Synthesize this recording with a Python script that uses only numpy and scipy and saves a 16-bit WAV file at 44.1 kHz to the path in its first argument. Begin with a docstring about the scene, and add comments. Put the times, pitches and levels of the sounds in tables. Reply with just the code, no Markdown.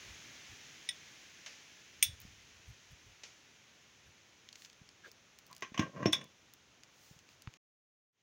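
"""Faint hiss and puffs of air are heard first, then loose steel gears slip and clink on a shaft turned in the hand.
In an open yard the shaft is fed into a bearing on a steel plate: it ticks and scrapes, drops home
in two knocks, and the gears clash once more. The microphone is bumped and the sound cuts out.
Steel is a sum of decaying sine modes excited by blows; cracks, clatter and air are coloured noise;
scraping is a random train of slips through the plate's modes."""
import sys
import numpy as np
from scipy import signal
from scipy.fft import rfft, irfft, next_fast_len
from scipy.io import wavfile

SR = 44100
rng = np.random.default_rng(int(sys.argv[2]) if len(sys.argv) > 2 else 0)


def log_audio(samples):
    """Write samples as a 16-bit WAV file to the path given in sys.argv[1]."""
    # one column per channel
    frames = np.atleast_2d(samples).T
    # limit to full scale, then quantise
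    limited = np.clip(frames, -1, 1)
    pcm = np.round(limited * 32767).astype(np.int16)
    wavfile.write(sys.argv[1], SR, pcm)


N = 362805
TIME = np.arange(N) / SR   # s
AGE = np.arange(SR // 2) / SR   # time since a blow, s

# Spectrum of the hiss. Each row: frequency in Hz, gain in dB.
HISS = [(700, -21), (1200, -14), (1700, -1), (2300, 0.5), (3200, -1), (4700, -6.5), (6300, -1.5),
        (6900, -5.5), (8100, -22.5), (10300, -22), (13400, -32.5), (15100, -19), (16000, -21.5)]
# Spectrum of the low outdoor air. Each row: frequency in Hz, gain in dB.
YARD = [(25, -18), (70, 2), (130, 3), (350, -0.5), (650, -4), (1100, -4.5), (1500, -4), (2200, -36)]
# The strongest air puffs on the microphone. Each row: centre in seconds, length in seconds, level in dB.
PUFFS = [(0.09, 0.069, -56.5), (0.512, 0.034, -56), (2.086, 0.067, -52.5), (2.257, 0.057, -61),
         (2.691, 0.032, -52.5), (2.919, 0.016, -50.5), (3.07, 0.077, -65), (4.08, 0.043, -61.5)]
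# Spectrum of puffs and draught. Each row: frequency in Hz, gain in dB.
PUFF = [(25, -10.5), (60, 3.5), (100, 4), (160, -7.5), (300, -32), (800, -40.5)]
HISS_START_DB, HISS_SINK_DB_PER_S, HISS_REST_DB = -54, 3.5, -68
YARD_START_DB, YARD_SINK_DB_PER_S, YARD_REST_DB = -63, 6, -70.5
# a weak draught rises and falls while the shaft is turned over
DRAUGHT_S, DRAUGHT_LENGTH_S, DRAUGHT_DB = 2.4, .5, -68
GUSTS_PER_S, GUST_DB = 4.1, 5

# Meetings of the loose gears. Each row: start in seconds, crack level in dB, crack t60 in seconds,
# sleeve level in dB, gear ring level in dB at each of the four RING_HZ, ring length as a share of the free ring.
CLINKS = [(0.8887, -36, 0.035, -25, -36, -51, -29.5, -51, 0.66),
          (2.0255, -9.5, 0.012, -28.5, -28.5, -33.5, -16, -17, 0.89),
          (5.7932, -35.5, 0.023, -58, -36.5, -32, -65, -66, 0.26),
          (6.06, -40.5, 0.0091, -44.5, -41, -24, -58, -58.5, 0.5),
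          (6.1248, -33.5, 0.11, -45, -60.5, -59.5, -67.5, -70, .5),
          (6.1297, -28, 0.028, -31, -21, -27.5, -29.5, -37.5, 0.58),
          (6.21, -64, .05, -58, -57, -76, -65, -83, 1.4)]
# Frequencies, in Hz, between which the gear ring levels are interpolated.
RING_HZ = [3500, 5500, 8700, 13000]
# Modes of the freely ringing gears. Each row: frequency in Hz, relative level in dB, t60 in seconds.
GEAR = [(1825, -30, .2), (2330, -17, .16), (3424, -8, .27), (3440, -2, .1), (3472, -3, .15),
        (3601, -12, .18), (3703, -11, .19), (3755, -10, .07), (5425, -2, .11), (5501, -9, .31),
        (5604, -10, .09), (5884, -14, .1), (6258, -9, .06), (8680, -22, .13), (8728, -21, .23),
        (8748, 2, .05), (10090, -22, .12), (10492, -19, .1), (12378, -13, .095), (13252, -10, .07),
        (13678, -16, .115), (14591, -10, .07), (15668, -18, .12)]
# Spectrum of the tooth crack. Each row: frequency in Hz, gain in dB.
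CRACK = [(300, -33.5), (1100, -24), (1600, -14), (2000, -4.5), (2400, -0.5), (3100, -2), (3700, 2.5),
         (4500, -10), (5300, 2), (6700, -2), (7600, -16.5), (11000, -18.5), (16000, -27)]
# Modes of the shift sleeve, damped by the fingers. Each row: frequency in Hz, relative level in dB, t60 in seconds.
SLEEVE = [(1946, -6.5, 0.047), (2220, -8, 0.028), (2524, -11.5, 0.028), (2970, -9.5, 0.03),
          (3680, 3, 0.022), (5105, -4.5, 0.026), (5340, -9, 0.048)]
# Reflections from ground and casing. Each row: delay in seconds, level in dB.
ECHOES = [(.0043, -24), (.0091, -28), (0.017, -18.5), (0.023, -20.5)]

# Duller clacks. Each row: start in seconds, level in dB, tail t60 in seconds.
CLACKS = [(1.4615, -45.5, 0.6), (3.2344, -47, 0.43)]
# Spectrum of the clacks. Each row: frequency in Hz, gain in dB.
CLACK = [(200, -12), (600, -2), (1200, -6), (2400, 5.5), (4000, -1), (6500, 3.5), (8000, -16), (16000, -35)]
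# The clearest dry ticks of steel and grit. Each row: start in seconds, level in dB, centre frequency in Hz.
TICKS = [(2.2020, -39, 12000), (2.216, -37.5, 12000), (4.489, -41.5, 3760), (4.5284, -40.5, 4030),
         (4.556, -41.5, 3800), (4.621, -44, 4200), (4.6485, -40, 3770), (4.8905, -46.5, 4200),
         (5.1158, -44.5, 8000), (5.4643, -54, 10000), (5.529, -42, 3800), (5.565, -38.5, 6400),
         (6.2417, -46, 7000), (6.537, -42, 8300), (6.8347, -42.5, 4540), (7.1904, -47.5, 4620),
         (7.4209, -41, 5800), (7.29, -48, 3180), (7.4735, -39.5, 1530), (7.5387, -45, 3650)]
# Soft low bumps. Each row: start in seconds, level in dB, frequency in Hz.
BUMPS = [(2.251, -43, 192), (4.815, -46.5, 150), (5.7195, -41, 230), (7.111, -45, 151), (7.164, -51, 150),
         (7.4740, -33, 117)]
# Spans of fainter random ticks while the tip feels for the bore.
# Each row: start in seconds, end in seconds, mean level in dB, centre frequency in Hz.
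FUMBLES = [(4.499, 4.75, -50.5, 3740), (5.385, 5.61, -50, 7400)]
GRIT_PER_S, GRIT_SPREAD_DB = 36, 5.5
# Treble response of the microphone to ticks and rubs. Each row: frequency in Hz, gain in dB.
MIC_TREBLE = [(100, 6), (6800, 4), (8000, -5.5), (13300, -7), (15200, 9.5), (16000, 5)]

# Light rubs on the steel. Each row: centre in seconds, length in seconds, level in dB,
# resonance in Hz, bandwidth in Hz.
RUBS = [(4.62, 0.084, -62, 6100, 5500), (5.056, 0.023, -52.5, 1570, 150), (5.076, 0.023, -61.5, 445, 90),
        (5.077, 0.033, -64, 3660, 4000), (5.518, 0.031, -61, 1080, 90), (7.065, 0.16, -64.5, 6800, 7000),
        (7.314, 0.059, -68, 4000, 6060)]
# Pushes that slide the shaft in the bearing. Each row: centre in seconds, length in seconds, level in dB.
PUSHES = [(5.525, 0.058, -71.5), (5.835, 0.078, -48.5), (5.982, 0.068, -51), (6.04, .065, -46),
          (6.18, .1, -56)]
# Spectrum of the sliding. 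Each row: frequency in Hz, gain in dB.
SLIDE_COLOUR = [(50, -29), (110, 4), (180, 10), (400, -4.5), (580, 1.5), (880, -19), (1080, -2.5),
                (1350, -12), (1900, -13), (3200, -25.5), (4500, -34), (6400, -28.5), (8000, -53.5)]
# Modes of the steel plate after a knock. Each row: frequency in Hz, relative level in dB, t60 in seconds.
PLATE = [(580, -15.5, 0.056), (657, -17, 0.092), (685, -7, 0.061), (1039, -1, 0.18), (1081.5, 2.5, 0.13),
         (1112, -0.5, 0.13), (1170, -7.5, 0.14), (1586, -5.5, 0.17), (1767, -14.5, 0.18), (1930, -3.5, 0.1),
         (2400, -13.5, .15), (2800, -12, 0.14)]

# Knocks of the shaft on its bearing. Each row: start in seconds, clatter level in dB, plate ring level in dB.
KNOCKS = [(5.622, -35, -44.5), (5.7427, -43, -51.5), (5.776, -33.5, -45.5), (5.7935, -31, -40),
          (5.8210, -43, -40.5), (5.9663, -58.5, -50), (6.0280, -46, -40.5), (6.0558, -31, -42.5),
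          (6.1300, -30.5, -44), (6.212, -50.5, -60)]
# Spectrum of the clatter. Each row: frequency in Hz, gain in dB.
CLATTER = [(150, -1.5), (700, -3), (900, -3), (1100, -10), (1400, -3), (1900, 5), (2900, 2.5), (3600, -4.5),
           (4500, -14.5), (6300, -1), (7800, -26), (12000, -39), (16000, -27.5)]
# Drops, when the shaft's full weight lands. Each row: start in seconds, level in dB, thud frequency in Hz.
DROPS = [(5.7932, -18.5, 196), (6.0576, -12, 323.4)]
# Bending modes of the whole plate. Each row: frequency in Hz, relative level in dB, t60 in seconds.
FLEX = [(110, -15.5, .11), (163, -24.5, 0.18), (210.4, -15.5, 0.14), (324.6, -19.5, 0.16),
        (564, -26.5, 0.081), (628, -26.5, 0.18), (664, -22, 0.053)]
# Spectrum of the boom of the plate on the ground. Each row: frequency in Hz, gain in dB.
BOOM = [(40, -30), (80, -7.5), (120, -0.5), (200, -7.5), (320, 7.5), (450, -15), (660, -4.5), (900, -22),
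        (2000, -54.5)]
KNOCK_THUD_DB, KNOCK_THUD_HZ = -13.5, 240   # light thud of every knock, relative to its clatter

# The muting. One row: start of silence in seconds, start of the fade back in, in seconds.
MUTE_S = (7.572, 8.12)
CUTOFF_HZ = 16900


def from_db(db):
    """Decibel law: 20 dB is a factor of ten in amplitude."""
    return 10 ** (np.asarray(db) / 20)


def rms_one(x):
    """Normalisation to unit root mean square."""
    return x / np.sqrt(np.mean(x ** 2) + 1e-20)


def add(out, s, sound):
    """Superposition: a sound joins the mix at time s."""
    start = round(s * SR)
    out[start:start + len(sound)] += sound[:N - start]


def coloured(x, spectrum):
    """Minimum-phase filtering by the folded cepstrum: causal, and white noise keeps its power."""
    size = next_fast_len(len(x) + len(AGE), True)
    hz, db = np.transpose(spectrum)
    bins_hz = np.maximum(np.fft.rfftfreq(size, 1 / SR), 1)
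    gain_db = np.interp(np.log(bins_hz), np.log(hz), db)
    below_first = np.minimum(bins_hz / hz[0], 1)   # falls 6 dB per octave under the first row
    gain = rms_one(from_db(gain_db) * below_first)
    cepstrum = irfft(np.log(gain), size)
    cepstrum[1:] *= 2 * (np.arange(1, size) < size / 2)
    response = np.exp(rfft(cepstrum))
    return irfft(rfft(x, size) * response, size)[:len(x)]


def noise(spectrum, envelope):
    """Filtered noise: white noise is shaped in time, then coloured."""
    return coloured(rng.standard_normal(len(envelope)) * envelope, spectrum)


def swell(s, length):
    """Gaussian rise and fall, with length as its standard deviation."""
    return np.exp(-((TIME - s) / length) ** 2 / 2)


def swells(rows):
    """Superposed Gaussian gains; each listed length spans two standard deviations."""
    return sum(from_db(db) * swell(s, length / 2) for s, length, db in rows)


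def settling(start_db, sink_db_per_s, rest_db):
    """Power sum of an exponentially sinking gain and a constant resting gain."""
    return np.hypot(from_db(start_db - sink_db_per_s * TIME), from_db(rest_db))


def drift(per_s):
    """Random fluctuation about zero: normal values, per_s to the second, joined by straight lines."""
    return np.interp(TIME * per_s, np.arange(1000), rng.standard_normal(1000))


def background():
    """Broadband noise: hiss and outdoor air settle, while draught and puffs blow on the microphone."""
    hiss = noise(HISS, settling(HISS_START_DB, HISS_SINK_DB_PER_S, HISS_REST_DB))
    air = noise(YARD, settling(YARD_START_DB, YARD_SINK_DB_PER_S, YARD_REST_DB))
    gusty_db = DRAUGHT_DB + GUST_DB * drift(GUSTS_PER_S)
    draught = from_db(gusty_db) * swell(DRAUGHT_S, DRAUGHT_LENGTH_S / 2)
    return hiss + air + noise(PUFF, draught + swells(PUFFS))


def decay(t60):
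    """Exponential damping: the amplitude falls 60 dB in t60 seconds."""
    return np.exp(-np.log(1000) * AGE / t60)


def two_stage(t60, tail_db, tail_t60):
    """Double decay: a fast one gives way to a weaker, slower one."""
    return np.hypot(decay(t60), from_db(tail_db) * decay(tail_t60))


def ring(hz, t60):
    """Damped harmonic oscillator: one mode after a blow."""
    return np.sin(2 * np.pi * hz * AGE) * decay(t60)


def onset(rise_s):
    """Finite contact time: the blow builds up exponentially with time constant rise_s."""
    return 1 - np.exp(-AGE / rise_s)


def gears(tail_db=-22, tail_t60=0.17, rise_s=0.00098):
    """Modal excitation: a dense tooth crack, then rings whose strength depends on the point of contact."""
    out = np.zeros(N)
    # alternate modes of the sleeve start with opposite signs
    sleeve = sum((-1) ** k * from_db(db) * ring(hz, t60) for k, (hz, db, t60) in enumerate(SLEEVE))
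    for s, crack_db, crack_t60, sleeve_db, *ring_db, free in CLINKS:
        crack = noise(CRACK, onset(rise_s) * two_stage(crack_t60, tail_db, tail_t60 * free))
        body = np.zeros(len(AGE))
        # neighbouring modes start in step, then beat against each other
        for hz, db, t60 in GEAR:
            body += from_db(db + np.interp(hz, RING_HZ, ring_db)) * ring(hz, t60 * free)
        ringing = (from_db(sleeve_db) * sleeve + body) * onset(rise_s) ** 2
        add(out, s, from_db(crack_db) * crack + ringing)
    return out


def yard_echoes(x, lowest_hz=500):
    """Early reflection without reverberation: long waves bend round the small reflectors."""
    out = x.copy()
    high_pass = signal.butter(1, lowest_hz, "high", fs=SR, output="sos")
    reflected = signal.sosfilt(high_pass, x + 1e-18)
    for s, db in ECHOES:
        add(out, s, from_db(db) * reflected)
    return out


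def grit(count=40):
    """Random point process: faint ticks at uneven intervals in each fumble, as rows like TICKS."""
    rows = []
    for start, end, mean_db, hz in FUMBLES:
        times = start + (np.arange(count) + 2 * rng.random(count)) / GRIT_PER_S
        levels = mean_db + GRIT_SPREAD_DB * rng.standard_normal(count)
        rows += [(s, db, hz) for s, db in zip(times, levels) if s < end]
    return rows


def small_contacts(tick_t60=0.0073, tick_spread=1.92, tail_db=-22, tail_t60=0.077,
                   bump_cycles=5.2, clack_t60=0.11, clack_tail_db=-7):
    """Weak or damped impact: clacks, bumps and ticks that do not set the steel ringing."""
    out, ticks = np.zeros(N), np.zeros(N)
    for s, db, t60 in CLACKS:
        add(out, s, from_db(db) * noise(CLACK, two_stage(clack_t60, clack_tail_db, t60)))
    for s, db, hz in BUMPS:
        add(out, s, from_db(db) * ring(hz, bump_cycles / hz))
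    for s, db, hz in TICKS + grit():
        edges_hz = [hz / tick_spread, min(hz * tick_spread, .45 * SR)]
        band = signal.butter(2, edges_hz, "band", fs=SR, output="sos")
        burst = rng.choice([-1, 1], len(AGE)) * two_stage(tick_t60, tail_db, tail_t60)
        bandwidth_gain = np.sqrt(SR / 4 / hz)   # a lower band is narrower and passes less power
        add(ticks, s, from_db(db) * bandwidth_gain * signal.sosfilt(band, burst))
    return out + coloured(ticks, MIC_TREBLE)


def resonant_noise(hz, width_hz, size):
    """Resonance: white noise through one peak, at unit rms."""
    b, a = signal.iirpeak(hz, hz / width_hz, fs=SR)
    return rms_one(signal.lfilter(b, a, rng.standard_normal(size)))


def friction(slips_per_s=600, plate_db=-7.0):
    """Stick-slip: each slip of the tight shaft is a tiny blow on the plate; light rubs only swish."""
    slips = rms_one((rng.random(N) < slips_per_s / SR) * rng.standard_normal(N))
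    # the pressing shaft halves the ring
    plate = sum(from_db(db) * ring(hz, t60 / 2) for hz, db, t60 in PLATE)
    sliding = coloured(slips, SLIDE_COLOUR)
    plate_answer = rms_one(signal.fftconvolve(sliding, plate)[:N])
    scrape = sliding + from_db(plate_db) * plate_answer
    rubs = np.zeros(N)
    for s, length, db, hz, width_hz in RUBS:
        rubs += from_db(db) * swell(s, length / 2) * resonant_noise(hz, width_hz, N)
    return swells(PUSHES) * scrape + coloured(rubs, MIC_TREBLE)


def struck(modes, spread_db):
    """Modal participation: every blow gives each mode its own random strength and sign."""
    out = np.zeros(len(AGE))
    for hz, db, t60 in modes:
        strength = from_db(db + spread_db * rng.standard_normal())
        out += rng.choice([-1, 1]) * strength * ring(hz, t60)
    return out


def thud(hz, cycles=3.3, flex_db=-1, boom_db=-16, boom_t60=0.15):
    """Load through plate into ground: a short low swing, bending modes and a boom."""
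    swing = 2 * ring(hz, cycles / hz)
    flex = from_db(flex_db) * struck(FLEX, 0.83)
    boom = from_db(boom_db) * noise(BOOM, decay(boom_t60))
    return swing + flex + boom


def knocks(clatter_t60=0.05, tail_db=-11, tail_t60=0.22, rise_s=0.00088, low_cut_hz=85):
    """Impact and radiation: the bearing clatters, the plate rings, and each drop adds a heavy thud."""
    out = np.zeros(N)
    for s, clatter_db, ring_db in KNOCKS:
        clatter = noise(CLATTER, two_stage(clatter_t60, tail_db, tail_t60))
        clatter = clatter + from_db(KNOCK_THUD_DB) * thud(KNOCK_THUD_HZ)
        plate = from_db(ring_db) * struck(PLATE, 2.1)
        add(out, s, (from_db(clatter_db) * clatter + plate) * onset(rise_s))
    for s, db, hz in DROPS:
        add(out, s, from_db(db) * thud(hz) * onset(rise_s))
    # a small plate radiates little deep bass
    high_pass = signal.butter(4, low_cut_hz, "high", fs=SR, output="sos")
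    return signal.sosfilt(high_pass, out + 1e-18)


def scene():
    """Superposition in one channel: the large steel sounds echo; background and small contacts do not."""
    steel = gears() + friction() + knocks()
    return (background() + yard_echoes(steel) + small_contacts())[None, :]


def record(dry, low_cut_hz=38, fade_s=0.46):
    """Band limiting and gating: deep bass and top are cut; the sound is muted, then starts to fade back in."""
    high_pass = signal.butter(2, low_cut_hz, "high", fs=SR, output="sos")
    heard = signal.sosfilt(high_pass, dry)
    mute_start, fade_start = MUTE_S
    heard = heard * ((TIME < mute_start) + np.clip((TIME - fade_start) / fade_s, 0, 1))
    low_pass = signal.cheby2(16, 70, CUTOFF_HZ, fs=SR, output="sos")
    return signal.sosfilt(low_pass, heard + 1e-18)


dry = scene()
out = record(dry)
log_audio(out)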